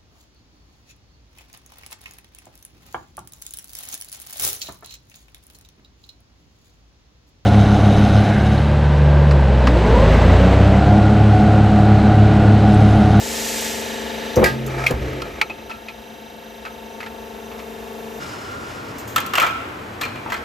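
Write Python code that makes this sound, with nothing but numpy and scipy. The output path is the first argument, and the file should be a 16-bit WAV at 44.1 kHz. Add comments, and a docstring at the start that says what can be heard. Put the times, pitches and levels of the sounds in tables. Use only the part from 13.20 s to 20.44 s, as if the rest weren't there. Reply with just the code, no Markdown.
"""Close to a roll forming line in a factory hall, a nine-piston pump drones and steel hisses out of the die.
The press thuds through the profile, the ram groans back up and the cut length knocks against the frame.
The pump idles while the microphone is walked to the run-out table. At 5 s the scene changes to a stack
elsewhere in the hall: profiles squeal over each other and drop on the concrete, echoing off far walls."""
import sys
import numpy as np
from scipy import signal
from scipy.fft import rfft, irfft, next_fast_len
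from scipy.io import wavfile

SR = 44100
rng = np.random.default_rng(int(sys.argv[2]) if len(sys.argv) > 2 else 0)


def wav_out(sig):
    """Save sig, one row per channel (or a flat mono array), as 16-bit PCM at SR to the path in sys.argv[1]."""
    wavfile.write(sys.argv[1], SR, np.round(np.clip(np.atleast_2d(sig).T, -1, 1) * 32767).astype(np.int16))


N = 319284
TIME = np.arange(N) / SR
SHAFT_HZ, PISTONS = 24.965, 9
FEED_SLOWS_S, CUT_S = 0.45, 1.136
WALK_S, STACK_S = 3.15, 5.0   # the microphone leaves the die; it stands beside the stack

# Strong pump tones; standing waves favour different ones at each spot. Each row: multiple of shaft speed,
# then level in dB under load, idling at the die and idling at the run-out table.
PUMP_TONES = [(9, -36.5, -48, -40.5), (10, -45, -60, -55), (12, -45, -58, -52), (16, -38.5, -51, -41.5),
              (17, -48, -58, -49), (18, -40.5, -70, -39), (19, -45, -52, -47), (21, -40.5, -50.5, -47.5),
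              (22, -49.5, -66, -56), (24, -51, -66, -68), (25, -51, -68, -55.5), (26, -49.5, -66, -68),
              (27, -46, -54, -47.5), (28, -47, -53, -52), (29, -49, -56, -49.5), (34, -48.5, -58, -54),
              (35, -42, -58, -49.3), (36, -47, -51, -52), (37, -62, -58, -70), (38, -51, -69, -55),
              (39, -55, -68, -56), (45, -57, -66, -53), (54, -54, -66, -57), (63, -60, -63, -70),
              (70, -47, -65, -57), (72, -49, -68, -63), (90, -61, -61, -64), (91, -54, -75, -65),
              (99, -51, -63, -59), (107, -61, -64, -68), (108, -56, -56, -56.5), (109, -57, -68, -56.5),
              (115, -53, -72, -69), (116, -52, -70, -66), (117, -52, -69, -64), (118, -53, -60, -63),
              (119, -60, -67, -71), (124, -60, -68, -69), (126, -55, -67, -66), (127, -52, -62, -68),
              (128, -56, -64, -66), (129, -56, -61, -63), (136, -59, -69, -65), (143, -55, -66, -63),
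              (144, -56, -63, -62), (145, -51, -63, -63), (146, -64, -72, -62), (152, -60, -66, -68),
              (153, -58, -65, -70), (154, -51, -62, -66), (155, -50, -66, -67), (161, -56, -64, -68),
              (162, -58, -68, -68), (163, -58, -64, -67)]
# Where the pump's tones sit between the microphones. Each row: frequency in Hz, left minus right in dB.
PUMP_PAN = [(60, 0.5), (110, 0.5), (200, 5.5), (380, 2), (700, 7.5), (1290, -4.5), (2380, -0.5),
            (4400, 0.0), (8120, 0.0), (15000, 0.0)]
# When in a shaft turn a piston tone throbs. Each row: frequency in Hz, share of a turn.
THROB_AT = [(225, .4), (450, 0), (675, .54), (900, .6), (2700, .53), (3600, .4), (3825, .62), (4050, .55)]
# How far side tones stray from that step, lightening the throb. Each row: frequency in Hz, phase in cycles.
THROB_STRAY = [(225, .03), (400, .15), (550, .15), (675, .05), (900, .05), (2700, .36), (3500, .3),
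               (3800, .08)]
# Thin whistles of the line. Each row: pitch in Hz, level in dB at the die and at the run-out table.
WHISTLES = [(5960, -81, -58), (7192, -80, -60), (7413, -78, -82), (11461, -78, -68), (13480, -81, -63.5)]

# Blows on steel. Each row: start in seconds, level in dB, brightness in dB per octave, ring length factor,
# resonance of the struck spot in Hz.
PRESS_BLOWS = [(1.165, -19.5, 3, 0.44, 520), (1.171, -8, -1.5, 1.3, 538), (1.192, -20.5, 4, 1.7, 226),
               (1.216, -15.5, 2, 1.25, 365), (1.227, -12.5, 2, 1.13, 143), (1.7065, -20, 3.5, 0.91, 223),
               (1.713, -19.5, 2, 0.68, 420), (1.735, -25.5, -10, 3, 62.3), (1.795, -29, -10, 1.9, 64)]
SHEAR_BLOWS = [(1.158, -24.5, 12.5, 0.64, 6000), (1.2405, -11.5, 7.5, 0.39, 2120),
               (1.258, -21.5, 4.4, 1.5, 1800)]
FRAME_KNOCKS = [(1.463, -27.5, 17, 0.84, 6900), (1.6645, -16, 4.5, 1.1, 2440),
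                (1.708, -23.5, 9, 0.52, 2150), (2.0185, -22.5, 1, 0.42, 1250),
                (2.2137, -4.5, 0.5, 0.25, 2300), (2.2150, -7.5, -1, 0.18, 1070),
                (2.2205, -15.5, -1, 0.54, 2250), (2.2975, -25, -4, 0.89, 2550), (2.381, -41, -8, 1.5, 2640),
                (2.495, -34.5, -0.5, 2.3, 1340), (2.512, -29.5, -4.5, 0.89, 2560),
                (2.684, -27, -1.5, 0.9, 2470), (3.451, -28.5, -2, 1.35, 1520),
                (3.8035, -28, -2.5, 0.89, 1580), (3.830, -29, -1, 0.76, 2040),
                (3.862, -28.5, -2, 0.75, 1730), (4.315, -35.5, -3, 1.4, 1100), (4.39, -36, 0.5, 1.6, 1090)]
FLOOR_LANDINGS = [(5.783, -33.5, 7.5, 2, 6800), (5.876, -35.5, 7.5, 4.3, 6660),
                  (5.9608, -10.5, 4.5, 0.44, 1300), (5.9625, -15, -4, 0.42, 1300),
                  (5.9802, -15, 1, 0.48, 3180), (6.002, -22.5, 5, .4, 1300), (6.063, -25.5, 6, .6, 1300),
                  (6.1355, -16, 0, 0.75, 1250), (6.1535, -13, 2.5, 0.53, 2700),
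                  (6.1755, -17.5, 2, 0.45, 1300), (6.1815, -8.5, -1, 0.4, 1050),
                  (6.199, -13, 2, 0.64, 2250), (6.217, -13.5, -1.5, 0.69, 1250),
                  (6.2245, -19, 2, 0.43, 1490), (6.230, -16, -2.5, 1.4, 1304),
                  (6.246, -20.5, -1, 1.0, 1350), (6.264, -21.5, 0, 1.26, 2330),
                  (6.811, -22.5, 1, 0.47, 1090), (6.8142, -19.5, 1.5, 0.72, 4020),
                  (6.8334, -22.5, 0, 0.69, 2500), (6.851, -24.5, -0.5, 0.67, 4400),
                  (6.862, -28, -3, 0.64, 1300), (6.958, -30, -2.5, 0.59, 2370), (7.061, -26, -8, 1.3, 860),
                  (7.101, -27.5, .5, .76, 1800), (7.1212, -17.5, -1.5, 0.51, 1970),
                  (7.129, -25, 1, 0.52, 1300), (7.141, -22.5, 0, 0.73, 1960)]
# Hydraulic strokes, ram up and then carriage back. Each row: at speed and stopping in seconds,
# groan level in dB, frame rumble level in dB.
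STROKES = [(1.303, 1.636, -28, -29.5), (1.83, 1.95, -34.5, -30.5)]
# Spells of friction. Each row: at full strength and letting go in seconds, level in dB.
CUT_END_RUBS = [(1.492, 1.53, -36.5), (1.596, 1.66, -28.5), (1.86, 2.186, -40)]
EDGE_SQUEALS = [(4.997, 5.05, -37), (5.12, 5.22, -50), (5.286, 5.467, -38.5), (5.585, 5.606, -40)]

# Spectra as heard from close by. Each row: frequency in Hz, relative level in dB.
BUZZ_COLOUR = [(1200, -17), (1500, 5), (1800, 10), (2200, 0.5), (3000, 4), (3800, -4), (4400, -1.5),
               (6000, -12)]   # the pump's weak high tones
RATTLE_COLOUR = [(3300, -38), (3580, 5), (3720, -7), (3900, -1), (4100, -2), (4300, -32)]   # a loose part on the pump
OIL_COLOUR = [(1200, -7), (1800, 1), (2500, 1), (3200, -2), (4500, -5.5), (6000, -17)]   # oil rushing through the valves
FEED_COLOUR = [(1200, -8.5), (1800, 0), (3000, -2), (5000, -1), (7500, 0.5), (10000, -7), (12500, -6.5),
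               (15000, -10.5)]   # steel in the die
PRESS_COLOUR = [(30, -25), (60, 1), (130, 8.5), (300, 3.5), (520, 5.5), (750, 0), (1200, -8), (2500, -20),
                (6000, -50), (14000, -46)]   # dense modes of the press
KNOCK_COLOUR = [(300, -34), (600, 0), (950, -3.5), (1600, -5), (2300, 2.5), (3300, -4), (4500, -5.5),
                (6500, -14.5), (10000, -21), (14000, -23)]   # dense modes of the cut length
DROP_COLOUR = [(120, -29), (300, -18), (600, -9.5), (1000, -4), (1300, -2), (1800, -7), (2600, -7),
               (4500, -18), (7500, -20), (10000, -27), (14000, -20.5)]   # dense modes of a dropped profile
RUMBLE_COLOUR = [(25, -34), (40, -20), (60, 2), (90, -11.5), (170, -18.5), (350, -4.5), (550, -10),
                 (900, -30), (2000, -21.5)]   # the shaking frame
RUB_COLOUR = [(500, 1), (900, -16), (1600, 2), (2400, 0.5), (2900, -14), (4400, -10), (6000, -12.5),
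              (14000, -27)]   # the cut end scraping
LINE_ROOM_TONE = [(25, -27), (40, -6.5), (60, 7.5), (100, -3.5), (220, -2.5), (330, -2.5), (500, -0.5),
                  (800, -3.5), (1100, -6), (2200, -10.5), (3600, -19.5), (5000, -19.5), (9000, -23.5),
                  (12500, -20), (15000, -25)]   # the hall beside the machine
STACK_ROOM_TONE = [(25, -19), (45, -9), (80, 2.5), (120, 4.5), (165, -4), (225, 3), (380, 1.5), (700, -2),
                   (1300, -3.5), (2500, -11.5), (5000, -24), (9000, -30), (13000, -30.5), (15000, -32)]   # the hall beside the stack

# Clear modes of the steel. Each row: frequency in Hz, relative level in dB, nominal t60 in seconds.
PRESS_MODES = [(65.5, -12, 0.22), (126, -1.5, 0.11), (226, -0.5, 0.14), (365.5, -8.5, 0.23),
               (510.4, -2, 0.12)]
CLAMPED_MODES = [(880, 1.5, 0.22), (1233, -5.5, 0.3), (1620, 2, 0.17), (1960, -8.5, 0.14), (2373, -15, 0.2),
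                 (2510, -28, 0.35), (2580, -22, 0.25), (4050, -37, 0.18), (4760, -23, 0.23)]   # the profile held in the die
KNOCK_MODES = [(876, -3, 0.15), (1240, -5, 0.2), (1328, -1, 0.19), (1028, -10, 0.14), (1550, -20, 0.2),
               (2080, -14, 0.08), (3310, -12, 0.09), (2230, -20, 0.1), (2520, -13, 0.18), (2570, 1, 0.091),
               (4140, -9, 0.18)]
RUB_MODES = [(682, -0.5, 0.17), (863, -1, 0.18), (1140, -16, 0.24), (1235, -3, 0.2), (1300, -4, 0.18),
             (1615, -6, 0.17), (2340, -5.5, 0.11)]
SQUEAK_MODES = [(2140, -6.5, 0.053), (2500, -6, 0.041), (3240, -22.5, 0.097)]
DROP_MODES = [(1306, -5, 0.12), (1350, -3, 0.17), (1588, -6, 0.12), (1846, -7, 0.1), (2030, -7, 0.13),
              (2440, -9, 0.19), (2790, -10, 0.1), (3217, -7, 0.098), (3530, -17, 0.12), (4120, -17, 0.22),
              (4520, -17, 0.11), (5220, -26, 0.23), (7040, -31, 0.2), (8230, -27, 0.25)]
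SLIDE_MODES = [(1387, 6, 0.15), (2860, -5, 0.21), (5030, -18, 0.18), (5190, -12, 0.23), (5750, -30, 0.11),
               (7040, -21, 0.12)]

# How alike the two microphones hear near sources and the diffuse hall.
# Each row: frequency in Hz, likeness from 0 to 1.
NEAR_LIKENESS = [(60, .997), (130, .985), (290, .88), (640, .82), (1400, .8), (3000, .95), (7000, .9),
                 (15000, .85)]
DIFFUSE_LIKENESS = [(60, 0.98), (130, 0.98), (290, 0.89), (640, 0.2), (1400, 0), (3000, 0.46), (7000, 1),
                    (15000, 1)]
# The two microphone ports. Each row: frequency in Hz, left minus right in dB, left's lead in radians.
PORT_MISMATCH = [(100, 0, 0), (398, .5, 0.26), (700, 1, 0.67), (870, 4, 1), (1250, 0.5, 1.04),
                 (1464, -2.5, 2), (1520, -8, 3.5), (1670, -3, 5), (1900, -0.5, 6.5), (2500, 0.5, 6.5),
                 (3980, 0.5, 6), (6900, -0.5, 6.5), (8470, 3.5, 5), (10540, -11, 1.5), (11830, 10, 1.73),
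                 (12000, -2, 0.2), (13400, -1, 1.8), (14900, 0, -2.5)]


def pump():
    """Nine unequal pistons drone and buzz, a loose part rattles each turn and oil rushes under load."""
    turns = SHAFT_HZ * TIME + 0.000075 * drift(3.8)
    swell = np.cos(2 * np.pi * (turns - THROB_AT[-1][1]))
    buzz = from_db(-6 + 0.7 * swell) * pump_buzz(turns)
    rattle = from_db(-11 + 6 * (swell - 1)) * noise(RATTLE_COLOUR)
    oil = from_db(-4) * noise(OIL_COLOUR)
    # buzz and rattle drop out at the cut, then build up to their idling level
    working = held(-34, FEED_SLOWS_S, CUT_S, rise_db_per_s=37, fade_db_per_s=130)
    idling = held(-46.5, 2.0, STACK_S, rise_db_per_s=38, fade_db_per_s=129)
    return pump_drone(turns) + (working + idling) * (buzz + rattle) + working * oil


def pump_drone(turns, crest_order=36, crest_db=-49, crest_s=3.86, crest_half_s=0.33):
    """The strong tones follow load and microphone position; the walk crosses one standing wave's crest."""
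    load, way = pump_load(), way_walked()
    orders, *spots_db = np.transpose(PUMP_TONES)
    levels_db = np.array([*spots_db, np.where(orders == crest_order, crest_db, -np.inf)])
    stray = at_hz(THROB_STRAY, orders * SHAFT_HZ)
    loaded, at_die, at_table, crest = shaft_tones(orders, levels_db, turns, stray)
    near_crest = np.exp(-((TIME - crest_s) / crest_half_s) ** 2)
    idle = (1 - way) * at_die + way * at_table + near_crest * crest
    return load * loaded + (1 - load) * idle


def pump_buzz(turns, uneven_db=5):
    """Weak, uneven shaft harmonics between and above the strong tones; rms 1."""
    orders = np.arange(11, 240)
    levels_db = at_hz(BUZZ_COLOUR, orders * SHAFT_HZ) + uneven_db * rng.standard_normal(len(orders))
    levels_db[np.isin(orders, np.transpose(PUMP_TONES)[0])] = -np.inf
    buzz, = shaft_tones(orders, [levels_db], turns, stray=0.55)
    return rms_one(buzz)


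def shaft_tones(orders, levels_db, turns, stray, size=4096):
    """One wave per row of levels. Side tones near step with their piston tone throb once a turn."""
    angle, hz = np.arange(size) / size, orders * SHAFT_HZ
    piston_tone = np.round(orders / PISTONS).astype(int)
    throb_turn = at_hz(THROB_AT, piston_tone * PISTONS * SHAFT_HZ)
    phases = rng.random(size)[piston_tone] - orders * throb_turn
    phases += stray * rng.uniform(-1, 1, len(orders))
    partials = np.array([sine_pair(f, angle / SHAFT_HZ, phase) for f, phase in zip(hz, phases)])
    partials *= from_db(np.outer(at_hz(PUMP_PAN, hz), [.5, -.5]))[:, :, None]
    cycles = np.einsum("sk,kcn->scn", np.sqrt(2) * from_db(levels_db), partials)
    return [np.array([np.interp(turns % 1, angle, side) for side in cycle]) for cycle in cycles]


def feed():
    """Steel hisses through the die, slows and creeps on until the cut."""
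    running = held(-27, 0.18, FEED_SLOWS_S, rise_db_per_s=23, fade_db_per_s=44.5)
    creeping = held(-50, 0.18, CUT_S, rise_db_per_s=23, fade_db_per_s=60)
    return (running + creeping) * from_db(0.4 * drift(155)) * noise(FEED_COLOUR)


def press():
    """The heavy press thuds, and the clamped profile rings as the blade breaks through."""
    thuds = blows(PRESS_BLOWS, PRESS_COLOUR, PRESS_MODES, t60=0.19, damping=0.081,
                  modes_db=0.5, spot_db=-3)
    shear = blows(SHEAR_BLOWS, KNOCK_COLOUR, CLAMPED_MODES, t60=0.21, damping=0.13,
                  modes_db=7.5, spot_db=14)
    return thuds + shear


def knocks():
    """The cut length knocks on the frame as it is lifted away."""
    return blows(FRAME_KNOCKS, KNOCK_COLOUR, KNOCK_MODES, t60=0.1, damping=0.05,
                 modes_db=-7, spot_db=13, detune=0.0177, choke_db=-7.5)


def drops(chatter_s=0.05, chatter_db=-16, edge_hz=3200):
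    """Profiles land on concrete and rock; loose edges touch twice, lightly, after each landing."""
    chatter = [(start + chatter_s * when, db + chatter_db, tilt, length, edge_hz * 2 ** (2 * where - 1))
               for start, db, tilt, length, _ in FLOOR_LANDINGS for when, where in rng.random((2, 2))]
    return blows(FLOOR_LANDINGS + chatter, DROP_COLOUR, DROP_MODES, t60=0.15, damping=0.22,
                 modes_db=-7, spot_db=6.5, detune=0.013, crack_db=8.5, vary_db=4.5)


def blows(events, colour, modes, t60, damping, modes_db, spot_db,
          detune=0, crack_db=-3, vary_db=2, choke_db=0, size=16384):
    """Each blow rings dense modes, the treble dying first, the struck spot and a few clear modes."""
    out, t, hz = np.zeros((2, N + size)), np.arange(size) / SR, np.fft.rfftfreq(size, 1 / SR)
    band_hz = np.geomspace(60, 15360, 5)
    shares = np.array([np.interp(np.log(hz + 1), np.log(band_hz), row) for row in np.eye(len(band_hz))])
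    body = colour_gain(colour, hz)
    for start, db, tilt_db, length, spot_hz in events:
        spot = 1 + from_db(spot_db) / (1 + (np.log((hz + 1) / spot_hz) / 0.055) ** 2)
        struck = body * from_db(tilt_db * np.log2((hz + 1) / 1000)) * spot
        bands = irfft(noise_bins(hz, NEAR_LIKENESS) * struck * shares[:, None], size)
        band_t60 = max(t60 * length, 1e-3) * (band_hz / 1000) ** -damping
        onset_rms = bands.sum(0)[:, :int(band_t60[2] * SR / 4) + 2].std()
        hit = (bands * decay(t, band_t60[:, None, None])).sum(0) / onset_rms
        hit *= 1 + from_db(crack_db) * np.exp(-t / 0.00046)   # the contact itself cracks briefly
        emphasis = struck / (body + 1e-12) * np.sqrt(np.sum(body ** 2) / np.sum(struck ** 2))
        choke = from_db(choke_db * max(1 - length, 0))   # a piece pressed against the frame rings less
        for mode_hz, mode_db, mode_t60 in modes:
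            strength = from_db(modes_db + mode_db + vary_db * rng.standard_normal())
            strength *= choke * np.interp(mode_hz, hz, emphasis)
            pitch = mode_hz * (1 + detune * rng.standard_normal())   # shifts with how the piece is held
            hit += strength * sine_pair(pitch, t) * decay(t, mode_t60 * np.sqrt(length))
        at = int(start * SR)
        out[:, at:at + size] += from_db(db) * hit * (1 - np.exp(-t / 0.00059))
    return out[:, :N]


def ram(groan_hz=131):
    """The returning cylinders groan and shake the frame."""
    groaning = sum(held(db, start, stop, 260, 79) for start, stop, db, _ in STROKES)
    shaking = sum(held(db, start, stop, 212, 32) for start, stop, _, db in STROKES)
    groan = np.sqrt(2) * sine_pair(groan_hz, TIME + 0.00024 * drift(10.9))
    shudder = from_db(-0.5 * drift(24.4))
    return groaning * shudder * groan + shaking * noise(RUMBLE_COLOUR)


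def strain():
    """The piston tone swells while the pump pulls the blade out of the cut."""
    pulling = held(-29, 1.2, 1.466, rise_db_per_s=296, fade_db_per_s=214)
    return pulling * np.sqrt(2) * sine_pair(PISTONS * SHAFT_HZ, TIME)


def rub(judder_db=3):
    """The cut end scrapes along blade and frame, which sets its modes singing."""
    pressing = sum(held(db, start, stop, 218, 117) for start, stop, db in CUT_END_RUBS)
    return pressing * from_db(judder_db * drift(120)) * noise(RUB_COLOUR, RUB_MODES)


def squeak(at_s=1.669, half_s=0.0032, pitch_hz=2360, peak_db=-5):
    """The cut end sticks and slips off the blade in a few milliseconds, then rings on."""
    slip = from_db(peak_db) * np.exp(-((TIME - at_s) / half_s) ** 2) * sine_pair(pitch_hz, TIME)
    since = np.maximum(TIME - at_s + half_s, 0)
    ring = sum(from_db(db) * decay(since, t60) * sine_pair(hz, since) for hz, db, t60 in SQUEAK_MODES)
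    return slip + np.minimum(since / half_s, 1) * ring


def slide(easing_db_per_s=10.5, shrill_hz=5200):
    """One profile hisses and sings along another as the push eases; its edge catches and squeals."""
    friction = noise([(1000, 1), (2400, 0.5), (4800, -1), (6000, -2), (14000, -15.5)], SLIDE_MODES)
    push_db = -36.5 - easing_db_per_s * (TIME - STACK_S)
    push = held(push_db, STACK_S, 5.78, rise_db_per_s=2000, fade_db_per_s=37)
    judder = from_db(2 * drift(90))
    catching = sum(held(db, start, stop, 400, 210) for start, stop, db in EDGE_SQUEALS)
    squeal = np.sqrt(2) * sine_pair(SLIDE_MODES[0][0], TIME + .0001 * drift(40))
    hard_push = held(-51, STACK_S, 5.27, rise_db_per_s=2000, fade_db_per_s=150)
    shrill = sine_pair(shrill_hz, TIME + .00005 * drift(120)) * from_db(3 * drift(30))
    return push * judder * friction + catching * squeal + hard_push * shrill


def motor_drive(switching_hz=5911):
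    """The drive whines at its switching rate, louder under load, and faintly about an octave above."""
    way = way_walked()
    fizz = from_db(-1) * noise([(5700, -40), (5920, 2), (6100, 20), (6300, -55)])
    octave = from_db(-63.5 + 2.5 * way) * noise([(11700, -47), (12150, -5), (12600, -63)])
    level = from_db(-60 + 10 * pump_load() + 3 * drift(56)) * (1 - 0.25 * way)
    return level * (sine_pair(switching_hz, TIME) + fizz) + octave


def whistles(hum_hz=216.5, hum_db=-51):
    """Thin whistles waver in pitch above the machine; a second hum beats against the piston tone."""
    way = way_walked()
    thin = sum(from_db(die_db + way * (table_db - die_db)) * sine_pair(hz, TIME + .22 * drift(80) / hz)
               for hz, die_db, table_db in WHISTLES)
    return np.sqrt(2) * (thin + from_db(hum_db) * sine_pair(hum_hz, TIME))


def hall_echo(x, t60=1, wet_db=-6):
    """A diffuse, dull tail from far walls."""
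    t = TIME[:SR]
    tail = rng.standard_normal((2, len(t))) * decay(t, t60) * (1 - np.exp(-t / 0.0026))
    tail /= np.sqrt(np.sum(tail ** 2, axis=1, keepdims=True))
    tail = signal.sosfilt(signal.butter(1, 4000, fs=SR, output="sos"), tail)
    return from_db(wet_db) * signal.fftconvolve(x, tail, axes=1)[:, :N]


def room_tone(colour, db):
    """The hall's diffuse noise, reaching the microphone from all round."""
    return from_db(db) * noise(colour, likeness=DIFFUSE_LIKENESS)


def pump_load(unload_s=0.2):
    """Full load until the cut, then the pressure sinks away; 1 to 0."""
    return np.exp(-np.maximum(TIME - CUT_S, 0) / unload_s)


def way_walked():
    """The microphone's even walk from the die (0) to the run-out table (1)."""
    return np.clip((TIME - WALK_S) / (STACK_S - WALK_S), 0, 1)


def held(db, full_s, end_s, rise_db_per_s, fade_db_per_s):
    """Gain that rises to a level, holds it and fades."""
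    early, late = np.maximum(full_s - TIME, 0), np.maximum(TIME - end_s, 0)
    return from_db(db - rise_db_per_s * early - fade_db_per_s * late)


def decay(t, t60):
    """Gain that falls 60 dB in t60 seconds."""
    return np.exp(-np.log(1000) * t / t60)


def drift(rate):
    """Random wander with spread about 1, taking a new value rate times a second."""
    knots = rng.standard_normal(2000)
    return np.interp(TIME * rate, np.arange(len(knots)), knots)


def sine_pair(hz, t, phase=None):
    """One partial at both microphones, with a small chance phase between them; phase in cycles."""
    apart = np.arccos(at_hz(NEAR_LIKENESS, hz)) * rng.standard_normal()
    phase = rng.random() if phase is None else phase
    return np.sin(2 * np.pi * (hz * t + phase) + np.array([[0], [apart]]))


def noise(colour, modes=(), likeness=NEAR_LIKENESS):
    """Steady stereo noise of a colour, ringing in any modes given; rms 1."""
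    size = next_fast_len(N)
    hz = np.fft.rfftfreq(size, 1 / SR)
    gain = colour_gain(colour, hz)
    for mode_hz, db, t60 in modes:
        gain += from_db(db + 17.5) / np.hypot(1, (hz - mode_hz) * t60 / 2)
    return rms_one(irfft(noise_bins(hz, likeness) * gain, size)[:, :N])


def noise_bins(hz, likeness):
    """Spectrum of white noise at two microphones of a given likeness."""
    mid, side = rng.standard_normal((2, len(hz))) + 1j * rng.standard_normal((2, len(hz)))
    alike = np.clip(at_hz(likeness, hz), 0, 1)
    return np.sqrt(1 + alike) * mid + np.sqrt(1 - alike) * side * [[1], [-1]]


def colour_gain(colour, hz):
    """Gain of a spectrum that falls away beyond its ends."""
    low, high = colour[0][0], colour[-1][0]
    return from_db(at_hz(colour, hz)) * np.minimum(hz / low, 1) ** 2 * (high / np.maximum(hz, high)) ** 2


def at_hz(points, hz):
    """A table read on a log-frequency axis."""
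    table_hz, values = np.transpose(points)
    return np.interp(np.log(hz + 1e-9), np.log(table_hz), values)


def from_db(db):
    return 10 ** (np.asarray(db) / 20)


def rms_one(x):
    return x / np.sqrt(np.mean(x ** 2) + 1e-20)


def microphone_ports(x):
    """Two unlike ports resonate apart: each side gets half of their difference in level and phase."""
    size = next_fast_len(N + SR)
    hz = np.fft.rfftfreq(size, 1 / SR)
    table, halves = np.array(PORT_MISMATCH), np.array([[.5], [-.5]])
    level_db, lead = at_hz(table[:, [0, 1]], hz), at_hz(table[:, [0, 2]], hz)
    return irfft(rfft(x, size) * from_db(halves * level_db) * np.exp(1j * halves * lead), size)[:, :N]


def scene():
    """The microphone is first beside the line, then beside the stack of profiles."""
    cutter = press() + knocks() + ram() + strain() + rub() + squeak()
    room_db = -43.5 + 8 * pump_load() + 5.5 * way_walked()
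    line = pump() + feed() + cutter + motor_drive() + whistles() + room_tone(LINE_ROOM_TONE, room_db)
    landings = drops()
    stack = landings + slide() + hall_echo(landings) + room_tone(STACK_ROOM_TONE, db=-33)
    stack *= from_db([[.5], [-.5]])   # slightly to the left
    at_stack = np.clip((TIME - STACK_S) / .01 + .5, 0, 1)   # 10 ms crossfade
    return (1 - at_stack) * line + at_stack * stack


def record(dry, ceiling=1.2, cutoff_hz=15200):
    """A stereo microphone with unlike ports; peaks are rounded, the top is cut."""
    rounded = ceiling * np.tanh(microphone_ports(dry) / ceiling)
    return signal.sosfilt(signal.ellip(10, .2, 80, cutoff_hz, fs=SR, output="sos"), rounded)


dry = scene()
out = record(dry)
wav_out(out)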